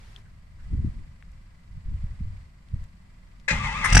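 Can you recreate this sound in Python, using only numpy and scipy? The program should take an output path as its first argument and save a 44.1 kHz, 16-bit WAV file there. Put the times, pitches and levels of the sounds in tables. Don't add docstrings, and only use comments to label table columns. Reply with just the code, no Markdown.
import sys
import numpy as np
from scipy import signal
from scipy.fft import rfft, irfft, next_fast_len
from scipy.io import wavfile
from scipy.ndimage import uniform_filter1d, map_coordinates

SR = 44100
rng = np.random.default_rng(int(sys.argv[2]) if len(sys.argv) > 2 else 0)


def unload_audio(sound):
    columns = np.transpose(np.atleast_2d(sound))
    steps = np.round(np.clip(columns, -1, 1) * 32767)
    wavfile.write(sys.argv[1], SR, steps.astype(np.int16))


N = 176400
T = np.arange(N) / SR

# (time [s], tooth rate [Hz])
TOOTH_RATE = [(3.48,450),(3.53,865),(3.58,1100),(3.618,1190),(3.64,1148),(3.672,1030),(3.706,955),(3.746,1105),(3.766,1238),(3.78,1272),(3.802,1225),(3.835,1060),(3.88,1290),(4.0,1400)]
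# (time [s], level [dB])
EFFORT = [(3.475,-100),(3.485,-34.5),(3.54,-30.5),(3.61,-35.5),(3.66,-32),(3.71,-35.5),(3.79,-34.5),(3.83,-33.5),(3.89,-27.5),(4.0,-25.5)]
# (time [s], level [dB])
WHINE_LEVEL = [(3.48,-140),(3.505,-55),(3.535,-40),(3.59,-39.5),(3.62,-39.5),(3.66,-33),(3.71,-39.5),(3.745,-37),(3.785,-36.5),(3.81,-36),(3.84,-32),(3.88,-44),(4.0,-39)]
# (pitch [times the tooth rate], level [dB])
WHINE_TONES = [(.53,-25),(.74,-24),(.82,-11),(.92,-9.5),(1,-5),(1.09,-13),(1.35,-19),(1.85,-13),(2,-4.5),(2.12,-16),(2.88,-21),(3,-11.5),(4,-26),(5.3,-28)]
# (pitch [Hz], level [dB])
GRIND_COLOUR = [(180, -51), (300, -48), (422, -30), (455, -29), (569, -3.5), (690, -47), (850, -19.5),
                (1060, -15), (1230, -2), (1350, -13.5), (1610, -8), (1790, -13.5), (2050, -3), (2200, -5),
                (2480, -4.5), (2750, -11), (3650, -12), (4370, -20.5), (5800, -16), (7690, -21),
                (10500, -40), (13700, -52), (22000, -120)]
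# (pitch [Hz], level [dB], fade time [s])
HOUSING_RING = [(872,-5,0.1),(1040,-4,0.1),(1235,4,0.03),(1370,-6,0.08),(1660,-2,0.07),(1825,-3,0.07),(1960,9,0.035),(2090,2,0.08),(2467,5,0.09),(2620,4,.06)]
# (time [s], level [dB], fade time [s])
SLAMS = [(3.4783,-18.5,0.2),(3.502,-17,0.09),(3.632,-35,0.18)]
# (pitch [Hz], level [dB])
SLAM_COLOUR = [(180, -38), (300, -18), (343, -20), (560, -15), (701, -32), (838, -17), (1470, -11),
               (1660, 1), (1790, 0), (2080, 2.5), (2270, -7), (2480, 3.5), (2880, -17), (4000, -12),
               (4430, -14.5), (7800, -18), (10500, -45), (13700, -51), (22000, -120)]
# (pitch [Hz], level [dB], fade time [s])
NOSE_RING = [(517,-15,0.21),(581,-14.5,0.22),(876,-15,0.26),(1348,-12,.15),(1672,-5,0.12),(1930,7,0.052),(2103,-1.5,0.13),(2460,-2.5,0.17),(2684,-10,.12),(4000,-14,.14),(5960,-13,.095),(6800,-16,.13)]
# (time [s], level [dB], fade time [s])
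CLANKS = [(3.8396,-15,0.15),(3.8535,-10.5,0.043)]
# (pitch [Hz], level [dB])
CLANK_COLOUR = [(180, -47), (300, -25.5), (650, -18), (958, -10.5), (1060, -3), (1350, -3.5), (2020, 2.5),
                (2170, 2), (2410, -13), (2750, -17), (3150, -23), (3440, -35), (3650, -31), (4640, -41),
                (5070, -15), (6630, -20), (7250, -25), (7920, -27), (8280, -21), (9190, -15.5),
                (10500, -36), (13700, -63), (22000, -120)]
# (pitch [Hz], level [dB])
CLANK_EDGE = [(3000, -44), (5000, -10), (9300, -6), (11000, -15), (15000, -18)]
# (pitch [Hz], level [dB], fade time [s])
FLYWHEEL_RING = [(1054,-4,0.062),(1355,-8,.08),(1680,0,.07),(1845,-2,.06),(2060,5,0.089),(2220,-2,.06)]
# (pitch [Hz], left minus right [dB])
BAY_BALANCE = [(200,-8),(550,1.5),(1030,8),(1800,6),(3200,0),(5700,5),(10000,4)]

# (time [s], level [dB])
SHUDDER_LEVEL = [(3.495,-85),(3.515,-28),(3.56,-26.5),(3.62,-32),(3.665,-27.5),(3.72,-35.5),(3.8,-35.5),(3.85,-35.5),(3.92,-31),(4.0,-14)]
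# (pitch [Hz], level [dB])
SHUDDER_COLOUR = [(20,-7),(42,9.5),(75,-1.5),(120,-2.5),(170,-2),(230,-9),(320,-45),(420,-28.5),(530,-29.5),(700,-52),(1200,-93)]
# (time [s], thump level [dB], bark level [dB], hiss level [dB])
FIRINGS = [(3.9005,-18,-38,-34),(3.928,-6,-23.5,-22),(3.9516,-0.5,-16.5,-16),(3.974,-3,-17.5,-15.5),(3.9948,-1.5,-17.5,-18)]
# (pitch [Hz], level [dB])
BARK_COLOUR = [(120,5),(230,4.5),(330,-10),(480,-18),(640,-24),(720,-5),(860,1.5),(1050,-16.5),(1600,-4),(2400,-5.5),(3100,-5),(4000,-22),(6000,-40)]
# (pitch [Hz], level [dB])
GAS_COLOUR = [(1000,-50),(4100,-27),(4700,-4),(5500,-3.5),(5880,4.5),(6400,-10),(7300,-9.5),(8300,-4.5),(9000,-17),(10200,-17.5),(11500,-31.5),(15000,-36)]
# (pitch [Hz], level [dB], fade time [s])
PIPE_RING = [(851,1,0.054),(1594,2,0.035),(1703,-3,.05),(1950,-5.5,.06),(2340,1,.06),(2650,0.5,0.052)]
# (pitch [Hz], level [dB])
POP_COLOUR = [(300,-29),(800,2),(1100,-2),(1600,14),(2500,-8),(6000,-7),(14000,-36)]
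# (pitch [Hz], level [dB], fade time [s])
POP_RING = [(830,-9.5,.025),(1587,1,0.024),(1790,-16.5,0.02),(4640,-9,0.016)]

# (time [s], level [dB])
GUSTS = [(0.0, -47.5), (0.15, -47), (0.5, -52), (0.8, -25.5), (0.82, -39), (0.85, -29), (0.89, -30.5),
         (0.94, -44), (0.97, -36.5), (1.21, -53), (1.28, -44), (1.63, -54.5), (1.78, -35.5), (1.83, -56),
         (1.86, -30.5), (1.94, -31), (2.01, -37), (2.04, -25.5), (2.09, -40), (2.12, -30), (2.16, -49.5),
         (2.22, -29), (2.46, -47.5), (2.51, -54), (2.69, -53), (2.74, -29.5), (2.78, -35.5), (2.83, -34),
         (2.88, -52), (3.45, -49)]
# (pitch [Hz], level [dB])
GUST_COLOUR = [(20,3),(35,9),(55,2.5),(100,-2.5),(160,-14),(230,-40),(350,-62),(600,-75),(2600,-120)]
# (time [s], level [dB], half length [s])
SWIRLS = [(0.736,-32,0.017),(0.79,-34,0.032),(0.862,-32,0.026),(0.986,-45,0.037),(1.914,-43,0.034),(2.06,-52,0.028),(2.234,-45.5,0.028),(2.749,-39,0.021)]
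# (pitch [Hz], level [dB])
SWIRL_COLOUR = [(40,-11),(100,2.5),(170,-1.5),(240,-11),(350,-24.5),(480,-33.5),(700,-46),(2000,-100)]
# (time [s], level [dB], half length [s])
EDDIES = [(0.7386,-20,0.0027),(0.7502,-21.5,.0015),(0.779,-25,0.0022),(0.793,-19,0.0028),(0.8484,-19,0.0012),(0.8757,-29.5,0.0012),(0.968,-33.5,0.0018),(1.947,-20.5,0.0028),(2.042,-26,0.0021),(2.2061,-25.5,0.0021),(2.2113,-26.5,0.0015),(2.74,-22,0.0024)]
# (time [s], level [dB], pitch [Hz], fade time [s])
DROPS = [(0.1621,-29,3320,0.0068),(1.2253,-27.5,1890,0.0028),(1.3184,-46,6000,.001),(2.6867,-37,3200,0.0014),(2.8404,-40.5,7240,0.0017),(3.3990,-33,3400,0.00068)]
# (time [s], level [dB], fade time [s])
SCUFFS = [(.25,-57,0.15),(.58,-63,.3)]
# (pitch [Hz], level [dB])
SCUFF_COLOUR = [(600,-32),(1250,-10),(1650,5),(2100,-16),(4000,-36)]
# (time [s], level [dB])
AIR_LEVEL = [(0.22,-64.5),(0.42,-66),(0.56,-66),(0.62,-62),(0.9,-61),(1.17,-65.5),(1.35,-64.5),(1.6,-65.5),(1.85,-64),(2.02,-60.5),(2.24,-62.5),(2.38,-61.5),(2.52,-66.5),(2.68,-65.5),(2.84,-60.5),(2.88,-65.5),(3.45,-64.5)]
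# (pitch [Hz], level [dB])
AIR_COLOUR = [(240, -8), (400, -8.5), (452, -13), (498, -8), (654, -7), (826, -11), (973, -6), (1060, -7),
              (1210, -7), (1470, -11.5), (1660, -7.5), (1800, -11.5), (1980, -4), (2150, -14.5),
              (2300, -10), (2500, -13.5), (3570, -18.5), (4500, -17.5), (6510, -24), (7670, -19.5),
              (10500, -31), (13700, -44), (22000, -120)]
# (pitch [Hz], level [dB])
RUSTLE_COLOUR = [(240, -19), (400, 0.5), (452, -11), (691, -3.5), (1780, -3.5), (2370, -6.5), (5090, -11.5),
                 (10500, -22), (13700, -31), (22000, -120)]
# (pitch [Hz], level [dB])
RUMBLE_COLOUR = [(25,-4.5),(50,7.5),(110,-0.5),(180,2),(250,-9),(350,-26),(700,-46.5)]
# (pitch [Hz], level [dB])
WHIRR_COLOUR = [(1000,-30),(1850,-10),(2050,-1),(2300,-7.5),(2700,-14),(4000,-20),(4600,-12.5),(5300,-19.5),(9000,-43)]


def starter():
    teeth = np.cumsum(curve(TOOTH_RATE) * (1 + 0.008 * wobble(220))) / SR
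    effort = amp(curve(EFFORT))
    tones = sum(amp(db + 4 * wobble(90)) * np.sin(2 * np.pi * (multiple * teeth + rng.random()))
                for multiple, db in WHINE_TONES)
    whine = amp(curve(WHINE_LEVEL)) * tones
    contact = unit((1 + np.cos(2 * np.pi * teeth)) * amp(0.94 * wobble(260)))
    grind = effort * amp(-5) * contact * noise(GRIND_COLOUR, alike=0.17)
    slam, clank = blows(SLAMS, rise_s=0.0062), blows(CLANKS, rise_s=0.0059)
    shaking = effort * amp(-2) * rng.standard_normal(N) + amp(-12) * whine
    shaking += (amp(-14.5) * slam + amp(-23.5) * clank) * rng.standard_normal(N)
    gears = grind + underbody(whine, t60=0.073, echo_db=-1.5)
    bay = gears + knocks(slam, clank) + housing(shaking)
    bay = filtered(bay, lambda hz: pan(1, left_db=at_pitch(BAY_BALANCE, hz)))
    return left_first(bay, by_s=0.0001)


def knocks(slam, clank):
    bursts = slam * noise(SLAM_COLOUR, alike=0.25) + clank * noise(CLANK_COLOUR, alike=0.36)
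    edge = amp(-22) * clank * noise(CLANK_EDGE, alike=0.2)
    nose = sum(amp(db - 5) * struck(s, NOSE_RING, rise_s=0.0039) for s, db, _ in SLAMS)
    flywheel = sum(amp(db - 11) * struck(s, FLYWHEEL_RING, rise_s=0.0062) for s, db, _ in CLANKS)
    return bursts + edge + nose + flywheel


def housing(shaking, top_hz=5500):
    return filtered(ringing(shaking, HOUSING_RING), lambda hz: 1 / (1 + (hz / top_hz) ** 4))


def engine_shake(lurch_s=3.508, lurch_hz=171, lurch_db=-19, lurch_t60=0.18):
    lurch = struck(lurch_s, [(lurch_hz, lurch_db, lurch_t60)], rise_s=0.0043).mean(0)
    rumble = steadied(noise(SHUDDER_COLOUR, alike=0.99), span_s=0.027)
    return lurch + amp(curve(SHUDDER_LEVEL)) * rumble


def exhaust(echo_s=0.0072, echo_db=-5.5, bark_delay_s=0.00047, hiss_delay_s=0.0028):
    thumps, bark, hiss = np.zeros((3, N))
    for s, thump_db, bark_db, hiss_db in FIRINGS:
        t = T - s
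        thumps += amp(thump_db) * (thump(t) + amp(echo_db) * thump(t - echo_s))
        bark += amp(bark_db) * puff(t - bark_delay_s)
        hiss += amp(hiss_db) * puff(t - hiss_delay_s)
    sputter = unit(amp(3 * wobble(700)))
    gas = bark * noise(BARK_COLOUR, alike=0.89) + pan(hiss * noise(GAS_COLOUR, alike=0.51), left_db=3.5)
    rasp = underbody(sputter * gas, t60=0.12, echo_db=-10)
    pipes = ringing(amp(-3) * bark * rng.standard_normal(N), PIPE_RING)
    return thumps + left_first(rasp + pipes + pan(pop(), left_db=2.5), by_s=-0.000039)


def thump(t, dip_s=0.0023, rebound_s=0.011):
    return dip_s / rebound_s * bump(t, rebound_s) - bump(t, dip_s)


def puff(t, rise_s=0.0036, fall_s=0.0037):
    return bump(t, np.where(t < 0, rise_s, fall_s))


def pop(start_s=3.9683, crack_db=-10, crack_t60=0.045):
    t = np.maximum(T - start_s, 0)
    ring = sum(amp(db - 60 * t / t60) * np.sin(2 * np.pi * hz * t) for hz, db, t60 in POP_RING)
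    crack = blows([(start_s, crack_db, crack_t60)], rise_s=0.00028) * noise(POP_COLOUR, alike=0.84)
    return amp(-6) * ring + crack


def underbody(x, t60, echo_db):
    t = T[:SR // 4]
    tail = rng.standard_normal((2, len(t))) * amp(-60 * t / t60)
    tail /= np.linalg.norm(tail[0])
    return x + amp(echo_db) * signal.fftconvolve(np.atleast_2d(x), tail, axes=1)[:, :N]


def wind():
    gust_db = np.minimum(curve(GUSTS), -23.5) + 1
    buffet = amp(gust_db) * steadied(noise(GUST_COLOUR, alike=0.96), span_s=0.0399)
    swells = sum(amp(db) * bump(T - s, half_s) for s, db, half_s in SWIRLS)
    return buffet + swells * steadied(noise(SWIRL_COLOUR, alike=0.38), span_s=0.011)


def eddies():
    out = np.zeros(N)
    for s, db, half_s in EDDIES:
        position = (T - s) / half_s
        out += amp(db) * position * np.exp((1 - position ** 2) / 2)
    return out


def rain(spray_t60=0.015):
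    out, t = np.zeros(N + SR), T[:2048]
    for s, db, hz, t60 in DROPS:
        tick = np.sin(2 * np.pi * hz * t) * amp(-60 * t / t60) * (1 - np.exp(-t * hz))
        spray = 2 * rng.standard_normal(len(t)) * amp(-25.5 - 60 * t / spray_t60)
        near_pitch = signal.butter(2, [hz / 2, min(2 * hz, SR / 3)], "bandpass", fs=SR, output="sos")
        out[round(s * SR):][:len(t)] += amp(db) * (tick + signal.sosfilt(near_pitch, spray))
    return pan(out[:N], left_db=8)


def scuffs():
    return blows(SCUFFS, rise_s=0.0094) * noise(SCUFF_COLOUR, alike=0.44)


def outdoors(rustle_end_s=0.223, rustle_fade_s=0.037):
    hiss = amp(curve(AIR_LEVEL) + 1 + 0.1 * wobble(12)) * noise(AIR_COLOUR, alike=0.02)
    fade_out = np.clip((rustle_end_s - T) / rustle_fade_s, 0, 1)
    rustle = amp(-59.5) * fade_out * noise(RUSTLE_COLOUR, alike=0.15)
    return hiss + rustle + amp(-56) * noise(RUMBLE_COLOUR, alike=0.95)


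def whirr(level_db=-72, flutter_hz=23.2):
    swell_db = curve(AIR_LEVEL) - curve(AIR_LEVEL).mean()
    flutter = unit((1 + np.cos(2 * np.pi * flutter_hz * T)) ** 2)
    return amp(level_db + swell_db) * flutter * noise(WHIRR_COLOUR, alike=0.11)


def amp(db):
    return 10 ** (np.asarray(db) / 20)


def unit(x):
    return x / np.sqrt(np.mean(x ** 2) + 1e-20)


def at_pitch(rows, hz):
    pitches, values = np.transpose(rows)
    return np.interp(np.log(hz + 1), np.log(pitches + 1), values)


def curve(rows):
    return np.interp(T, *np.transpose(rows))


def bump(t, half_s):
    return np.exp(-0.5 * (t / half_s) ** 2)


def wobble(rate):
    return map_coordinates(rng.standard_normal(int(N * rate / SR) + 4), [T * rate])


def filtered(x, response):
    size = next_fast_len(N + SR // 2)
    return irfft(rfft(x, size) * response(np.fft.rfftfreq(size, 1 / SR)), size)[..., :N]


def noise(colour, alike):
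    mid, side = filtered(rng.standard_normal((2, N)), lambda hz: amp(at_pitch(colour, hz)))
    side = side * np.tan(np.arccos(np.clip(alike, 0, 1)) / 2)
    return unit(np.array([mid + side, mid - side]))


def steadied(x, span_s):
    power = uniform_filter1d(np.mean(x ** 2, 0), max(8, int(span_s * SR)))
    return x / np.sqrt(np.abs(power) + 1e-4)


def pan(x, left_db):
    return x * amp(left_db * np.array([[0.5], [-0.5]]))


def left_first(x, by_s):
    return filtered(x, lambda hz: np.exp(1j * np.pi * hz * by_s * np.array([[1], [-1]])))


def blows(rows, rise_s):
    ages = [(np.maximum(T - s, 0), db, t60) for s, db, t60 in rows]
    hits = [amp(db - 60 * t / t60) * (1 - np.exp(-(t / rise_s) ** 2)) for t, db, t60 in ages]
    return np.sqrt(sum(hit ** 2 for hit in hits))


def struck(start_s, tones, rise_s):
    t = np.maximum(T - start_s, 0)
    ring = 0
    for hz, db, t60 in tones:
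        cycles = hz * t + rng.random() + rng.random((2, 1)) / 4
        ring += amp(db - 60 * t / t60) * np.sin(2 * np.pi * cycles)
    return ring * (1 - np.exp(-(t / rise_s) ** 2))


def ringing(x, tones):
    t = T[:SR // 3]
    ring = sum(amp(db - 60 * t / t60) * np.sin(2 * np.pi * (hz * t + rng.random((2, 1)) / 2))
               for hz, db, t60 in tones)
    return unit(signal.fftconvolve(x[None], ring, axes=1)[:, :N]) * x.std()


def scene():
    background = wind() + outdoors() + whirr() + eddies() + rain() + scuffs()
    return starter() + engine_shake() + exhaust() + background


def record(dry):
    top_hz = 15400
    rounded = dry / (1 + np.abs(dry) ** 8) ** (1 / 8)
    return filtered(rounded, lambda hz: hz < top_hz)


dry = scene()
out = record(dry)
unload_audio(out)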